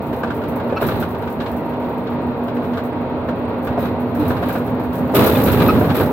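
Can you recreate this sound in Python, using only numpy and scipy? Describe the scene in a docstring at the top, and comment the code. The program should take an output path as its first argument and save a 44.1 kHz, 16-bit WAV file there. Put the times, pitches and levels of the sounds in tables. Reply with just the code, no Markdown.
"""Inside a minibus cruising on a country road. The tyre treads roar, the suspension rumbles and the air
in the tyres hums with a steady beat, all over a faint engine. Bumps knock the cabin panels, jingle
small metal fittings and make the trim squeak. Near the end the wheels slam into rough asphalt,
which sets the whole cabin clattering."""
import sys
import numpy as np
from scipy import signal
from scipy.fft import rfft, irfft, next_fast_len
from scipy.io import wavfile
from scipy.ndimage import map_coordinates

SR = 44100
rng = np.random.default_rng(int(sys.argv[2]) if len(sys.argv) > 2 else 0)


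def wrap_up_sound(samples):
    """Save the sound to the file named by the first command line argument, as 16-bit audio."""
    columns = np.atleast_2d(samples).T
    # keep every value between -1 and 1, then stretch to whole-number steps
    tamed = np.clip(columns, -1, 1)
    steps = np.round(tamed * 32767).astype(np.int16)
    wavfile.write(sys.argv[1], SR, steps)


N = 269892
TIME = np.arange(N) / SR


# fader ride of the tread roar: (time [s], level [dB])
ROAR_LEVEL = [(0.0, -26), (0.8, -24), (1.26, -25.5), (5.1, -24.5), (5.35, -19.5), (5.71, -19.5),
              (6.12, -23)]
# its colour, full in the low mids: (frequency [Hz], relative level [dB])
ROAR_EQ = [(150, -38), (280, 1.5), (360, 0), (450, 2.5), (570, 0), (720, -3.5), (920, -3), (1250, -12),
           (1900, -21), (2700, -24), (3100, -30), (4200, -31.5), (5800, -57.5), (16000, -74.5)]
def tyre_roar():
    """Treads rolling on asphalt make a broad roar whose level wavers slightly."""
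    return amp(automation(ROAR_LEVEL) + 0.64 * wobble(11)) * cabin_noise(ROAR_EQ)


# fader ride of the tyre hum: (time [s], level [dB])
HUM_LEVEL = [(0, -26), (1.1, -28), (2.6, -23.5), (3.25, -27), (4.3, -23.5), (6.12, -24)]
def cavity_hum():
    """Rolling splits the air resonance of a tyre into two close notes, which beat at a steady rate."""
    beat_hz, first_crest_s = 6.88, .104
    centre_hz = 238.5 + 1.4 * TIME + 1.5 * wobble(14)
    phase = 2 * np.pi * np.cumsum(centre_hz) / SR
    split = np.pi * beat_hz * (TIME - first_crest_s)
    upper, lower = np.sin(phase + split), np.sin(phase - split)
    return amp(automation(HUM_LEVEL) + 1.05 * wobble(8.4)) * (upper + 0.63 * lower)


# rough patches of asphalt:
# (start [s], length [s], rumble level [dB], panel level [dB], fitting level [dB])
PATCHES = [(0.8, 0.24, -22, -24, -38.5), (3.785, 0.072, -21, -29, -38), (4.189, 0.25, -24.5, -28.5, -41),
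           (4.421, .13, -29.5, -27, -44), (5.142, .28, -15, -14, -20.5), (5.45, 0.13, -16.5, -18.5, -26.5),
           (5.583, 0.13, -14, -18.5, -29), (5.712, .22, -17, -26.5, -33), (5.939, 0.074, -19, -20, -24.5)]
def shaking(part, attack_s, sag_db_per_s, release_db_per_s):
    """Envelope of a shaken part: it builds up, sags while on a rough patch and dies away after it."""
    column = ("rumble", "panels", "fittings").index(part)
    power = np.zeros(N)
    for start, length, *levels in PATCHES:
        age = np.maximum(TIME - start, 0)
        sag = sag_db_per_s * np.minimum(age, length)
        release = release_db_per_s * np.maximum(age - length, 0)
        power += (amp(levels[column] - sag - release) * np.minimum(age / attack_s, 1)) ** 2
    return np.sqrt(power)


# bed of rumble under the patches: (time [s], level [dB])
RUMBLE_LEVEL = [(0, -28), (3.1, -29), (4.5, -26.5), (6.12, -22.5)]
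# its bass-heavy colour: (frequency [Hz], relative level [dB])
RUMBLE_EQ = [(20, -43), (33, -34), (41, -22), (50, -28), (64, -7), (90, -1.5), (145, -2), (200, -3),
             (260, -2), (400, -21.5), (900, -64.5)]
def suspension_rumble():
    """The road rumbles through the suspension, swelling on each rough patch."""
    swells = shaking("rumble", attack_s=.03, sag_db_per_s=15, release_db_per_s=130)
    shocks = np.hypot(amp(automation(RUMBLE_LEVEL)), swells)
    return shocks * amp(1.05 * wobble(16)) * cabin_noise(RUMBLE_EQ)


# boxy panels, raspy trim and glittering metal: (frequency [Hz], relative level [dB])
PANEL_EQ = [(100, -84), (260, -4.5), (420, 6.5), (600, -2.5), (750, -16.5), (1150, -7.5), (1550, -10.5),
            (2000, -16), (2600, -16.5), (3100, -20), (4100, -18.5), (5500, -40.5), (10000, -51),
            (16000, -62.5)]
BUZZ_EQ = [(1200, -21), (2300, -2), (4000, -6), (5500, -21), (16000, -45.5)]
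METAL_EQ = [(2500, -24.5), (5000, -14), (7000, -19.5), (8300, -14.5), (10000, -21), (10800, -10.5),
            (11700, -2.5), (13500, -2), (15600, -5.5), (16500, -1)]
def cabin_clatter():
    """Rough asphalt keeps panels and fittings in a dense clatter; hard shaking makes the trim buzz."""
    panel_shake = shaking("panels", attack_s=.014, sag_db_per_s=31, release_db_per_s=160)
    metal_shake = shaking("fittings", attack_s=.01, sag_db_per_s=25, release_db_per_s=220)
    clatter = unit(ringing(chatter(per_s=160, scatter_db=2), t60_s=.07, attack_s=.001))
    sizzle = unit(ringing(chatter(per_s=200, scatter_db=3), t60_s=.08, attack_s=.001))
    panels = panel_shake * cabin_noise(PANEL_EQ)
    buzz = amp(1) * panel_shake ** 2 * cabin_noise(BUZZ_EQ)
    metal = metal_shake * cabin_noise(METAL_EQ)
    return clatter * (panels + buzz) + sizzle * metal


# wheel slams: (time [s], level [dB])
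JOLTS = [(5.137, -13.5), (5.185, -10.5), (5.235, -14), (5.599, -17.5)]
# dark colour of the shuddering body: (frequency [Hz], relative level [dB])
SHUDDER_EQ = [(50, -27), (130, -5.5), (260, -1), (400, 1.5), (600, 3), (750, -7), (1100, -6), (1600, -20),
              (4000, -38)]
def jolts():
    """The body shudders as the wheels hit broken asphalt."""
    times, db = np.transpose(JOLTS)
    return ringing(blows(times, db), t60_s=.35, attack_s=.003) * cabin_noise(SHUDDER_EQ)


# featured panel hits: (time [s], clack level [dB], thud over clack [dB])
KNOCKS = [(0.233, -22, 5.5), (0.3033, -25, 1.5), (0.7225, -29.5, 14.5), (0.8213, -21.5, 8.5),
          (0.885, -22.5, -3.5), (1.0248, -22.5, 0), (1.273, -29, -3), (1.401, -28.5, -12), (1.46, -28, -10),
          (2.068, -34, -9), (2.4817, -32, -7), (2.566, -31, 2.5), (2.734, -31, -8.5), (2.7721, -25, -4),
          (3.286, -25, 6), (3.671, -25, 0.5), (3.7766, -29.5, 15), (3.8534, -28.5, -7), (4.304, -22, 7.5),
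          (4.365, -27, -2), (4.4274, -23.5, 6.5), (4.4923, -24.5, 5.5), (4.553, -23.5, 6.5),
          (5.264, -19.5, 5.5), (5.4752, -21, 11), (5.8105, -24.5, 15), (5.901, -23.5, -10.5),
          (6.0072, -21, 7.5)]
# how hard the road stirs the small taps and hops: (time [s], level [dB])
UNREST = [(0, -39), (1.4, -38.5), (2.3, -46), (2.75, -42.5), (3.05, -51), (3.7, -45.5), (4.4, -40),
          (6.12, -31.5)]
# hard clack and dull thud: (frequency [Hz], relative level [dB])
CLACK_EQ = [(500, -12.5), (900, -3.5), (1180, 9.5), (1270, -0.5), (1400, 9.5), (1730, 3.5), (1880, -8.5),
            (2700, -9), (4050, -18), (5500, -27.5), (10000, -34.5), (16000, -24.5)]
THUD_EQ = [(60, -34), (150, -0.5), (400, 2.5), (700, 0), (1200, -23), (3000, -64)]
def panel_knocks():
    """Bumps knock and tap the panels: a plastic clack over a thud, with more snap when the thud is light."""
    times, db, thud_db = np.transpose(KNOCKS)
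    tap_thud_db, snap_per_thud = -4.5, -0.8  # the snap loses 0.8 dB for each dB of thud
    taps = amp(automation(UNREST) + 5.5) ** 2 * chatter(per_s=9, scatter_db=2.5)
    clacks = blows(times, db) + taps
    snaps = blows(times, db + snap_per_thud * thud_db) + taps * amp(snap_per_thud * tap_thud_db) ** 2
    thuds = blows(times, db + thud_db) + taps * amp(tap_thud_db) ** 2
    clack = ringing(clacks, t60_s=.13, attack_s=.001) * cabin_noise(CLACK_EQ)
    snap = ringing(snaps, t60_s=.17, attack_s=.00078) * cabin_noise(BUZZ_EQ)
    thud = ringing(thuds, t60_s=.1, attack_s=.00049) * cabin_noise(THUD_EQ)
    return clack + amp(-15.5) * snap + thud


def panel_boom():
    """A body panel booms once on a single low note."""
    peak_s, half_width_s, hz = 4.21, .026, 302
    swell = np.exp(-((TIME - peak_s) / half_width_s) ** 2)
    return amp(-18) * swell * tone(np.full(N, hz))


# featured hits of loose metal: (time [s], level [dB])
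JINGLES = [(0.814, -24.5), (0.8664, -23), (0.999, -26), (1.564, -36), (2.836, -36.5), (3.6447, -32.5),
           (3.8023, -33), (4.148, -32), (4.28, -25), (4.486, -26.5), (4.5261, -25.5), (4.9312, -32),
           (5.1477, -11.5), (5.262, -12.5), (5.3727, -23.5), (5.4355, -15), (5.5174, -17.5)]
# thin colour of the tiny ticks: (frequency [Hz], relative level [dB])
TICK_EQ = [(6500, -39), (7900, -7.5), (8900, -2), (10500, -32)]
def jingles():
    """Loose metal lands with a click and bounces; in between it hops, trembles and faintly ticks."""
    times, db = np.transpose(JINGLES)
    bounce_times = times + .005 + .015 * rng.random(len(times))
    hops = chatter(per_s=17, scatter_db=3.5)
    tremble = amp(-9) ** 2 * chatter(per_s=46, scatter_db=5.5)
    stirring = amp(automation(UNREST)) ** 2 * (hops + tremble)
    contacts = blows(times, db) + blows(bounce_times, db - 9) + stirring
    tail = amp(-4) * ringing(contacts, t60_s=.18, attack_s=.00063)
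    click = amp(3) * ringing(contacts, t60_s=.003, attack_s=.0001)
    ticks = ringing(chatter(per_s=6, scatter_db=3), t60_s=.025, attack_s=.0003) * cabin_noise(TICK_EQ)
    return np.hypot(tail, click) * cabin_noise(METAL_EQ) + amp(-57) * ticks


# pitched metal accents: (time [s], pitch [Hz], level [dB])
PINGS = [(5.353, 2565, -26), (5.354, 3590, -28), (5.677, 13500, -24.5)]
def pings():
    """Single fittings ring out briefly on the rough asphalt."""
    sound = np.zeros(N)
    for time, hz, db in PINGS:
        envelope = ringing(blows(np.array([time]), [db]), t60_s=.067, attack_s=.0007)
        sound += envelope * tone(hz + 90 * wobble(500))
    return sound


# trim squeaks: (time [s], length [s], pitch [Hz], level [dB], overtone gain [dB])
SQUEAKS = [(0.763, 0.023, 1311, -24.5, -5), (5.684, 0.028, 1284, -16, -11)]
# their overtones: (multiple of the pitch, level before the overtone gain [dB])
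SQUEAK_OVERTONES = [(2, -2.5), (3.2, -14.5), (4.15, -22)]
def squeaks():
    """Trim sticks and slips unevenly for a few hundredths of a second; the cabin adds a short reverb."""
    direct = np.zeros(N)
    for start, length, hz, db, overtone_db in SQUEAKS:
        progress = np.clip((TIME - start) / length, 0, 1)
        rub = np.sqrt(np.abs(np.sin(np.pi * progress))) * amp(3 * wobble(500))
        pitch = hz * (1 + .04 * wobble(900))
        overtones = sum(amp(overtone_db + level) * tone(k * pitch) for k, level in SQUEAK_OVERTONES)
        direct += amp(db) * rub * (tone(pitch) + overtones)
    t = np.arange(SR // 4) / SR
    tail = rng.standard_normal((2, len(t))) * amp(-60 * t / .13)  # 60 dB down in 0.13 s
    reverb = signal.fftconvolve(direct[None], tail / np.linalg.norm(tail[0]), axes=1)[:, :N]
    return direct + amp(-7) * reverb


# engine and gear tones: (pitch [Hz], level before the effort gain [dB])
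ENGINE_TONES = [(91, -40), (296, -37), (404, -42), (463, -37.5), (684, -43.5), (932, -38.5)]
# engine effort: (time [s], gain [dB])
ENGINE_EFFORT = [(0, -2), (1.4, -3), (1.8, 0.5), (3.2, -2), (4.2, -3), (6.12, -7)]
def engine():
    """Engine and gears drone faintly at a near-steady speed, each tone swelling by itself."""
    speed = 1 + .002 * wobble(3)
    drone = sum(amp(db + 2.5 * wobble(6)) * tone(hz * speed + 3 * wobble(25)) for hz, db in ENGINE_TONES)
    return amp(automation(ENGINE_EFFORT)) * drone


# stereo image of the cabin: (frequency [Hz], left-right correlation [-1..1])
CORRELATION = [(60, 0.94), (130, 0.85), (245, 1), (310, 0.96), (640, 0.91), (1400, 0.48), (2400, 0.086),
               (3200, -0.13), (4300, -0.42), (5500, -0.041), (7000, -0.0073), (15000, 0.019)]
def cabin_noise(eq):
    """Diffuse noise of rms 1, shaped by an EQ and rippled by cabin modes: narrow bass, wide treble."""
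    modes = rng.standard_normal(700)

    def mid_side_gains(hz):
        ripple_db = 2.5 * map_coordinates(modes, [4 * np.sqrt(hz)]) * hz / (hz + 600)
        width = np.arccos(np.clip(along(CORRELATION, hz), -1, 1)) / 2
        return amp(along(eq, hz) + ripple_db) * [np.cos(width), np.sin(width)]

    mid, side = filtered(rng.standard_normal((2, N)), mid_side_gains)
    return unit(np.array([mid + side, mid - side]))


def blows(times, db):
    """The energy of each blow at its instant."""
    samples = np.clip(np.round(times * SR).astype(int), 0, N - 1)
    return np.bincount(samples, amp(db) ** 2, N)


def chatter(per_s, scatter_db):
    """Energy of contacts of uneven strength, scattered loosely around a regular pulse."""
    offset, size = rng.standard_normal((2, 4000))
    times = (np.arange(len(offset)) + offset / 2) / per_s
    inside = (times > 0) & (times < TIME[-1])
    return blows(times[inside], scatter_db * np.clip(size[inside], -2, 2))


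def ringing(energy, t60_s, attack_s):
    """Envelope of densely spaced modes: each blow builds up, then dies away."""
    t = np.arange(SR // 2) / SR
    shape = 10 ** (-3 * t / t60_s) * (1 - np.exp(-t / attack_s))
    return np.sqrt(np.abs(signal.fftconvolve(energy, shape ** 2)[:N]))


def tone(hz):
    """A sine of rms 1 on a moving pitch."""
    return np.sqrt(2) * np.sin(2 * np.pi * np.cumsum(hz) / SR)


def wobble(per_s):
    """A smooth random curve through per_s points a second."""
    return map_coordinates(rng.standard_normal(int(N * per_s / SR) + 4), [TIME * per_s])


def automation(points):
    """(time, value) points joined into one value per sample."""
    return np.interp(TIME, *np.transpose(points))


def along(points, hz):
    """(frequency, value) points read on a log axis."""
    freqs, values = np.transpose(points)
    return np.interp(np.log(hz + 1), np.log(freqs + 1), values)


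def filtered(x, response):
    """Apply a gain that depends on frequency."""
    size = next_fast_len(N + SR // 2)
    return irfft(rfft(x, size) * response(np.fft.rfftfreq(size, 1 / SR)), size)[..., :N]


def amp(db):
    """Decibels to gain."""
    return 10 ** (np.asarray(db) / 20)


def unit(x):
    """Scale to rms 1."""
    return x / np.sqrt(np.mean(x ** 2) + 1e-20)


# balance of the mix: (frequency [Hz], left over right [dB])
BALANCE = [(60, -3.9), (130, -2), (245, -2), (310, -.7), (1000, 0), (4000, 0), (8000, -2), (13000, -.3)]
def scene():
    """Everything heard from the front of the cabin, the bass leaning right."""
    road = tyre_roar() + cavity_hum() + suspension_rumble()
    body = cabin_clatter() + jolts() + panel_knocks() + panel_boom()
    fittings = jingles() + pings() + squeaks()
    mix = road + body + fittings + engine()
    return filtered(mix, lambda hz: amp(np.outer([.5, -.5], along(BALANCE, hz))))


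def record(dry):
    """A soft clip rounds off the highest peaks, and a steep low-pass cuts the very top."""
    ceiling, cutoff_hz = .9, 15900
    rounded = dry / (1 + np.abs(dry / ceiling) ** 8) ** (1 / 8)
    return filtered(rounded, lambda hz: hz < cutoff_hz)


dry = scene()
out = record(dry)
wrap_up_sound(out)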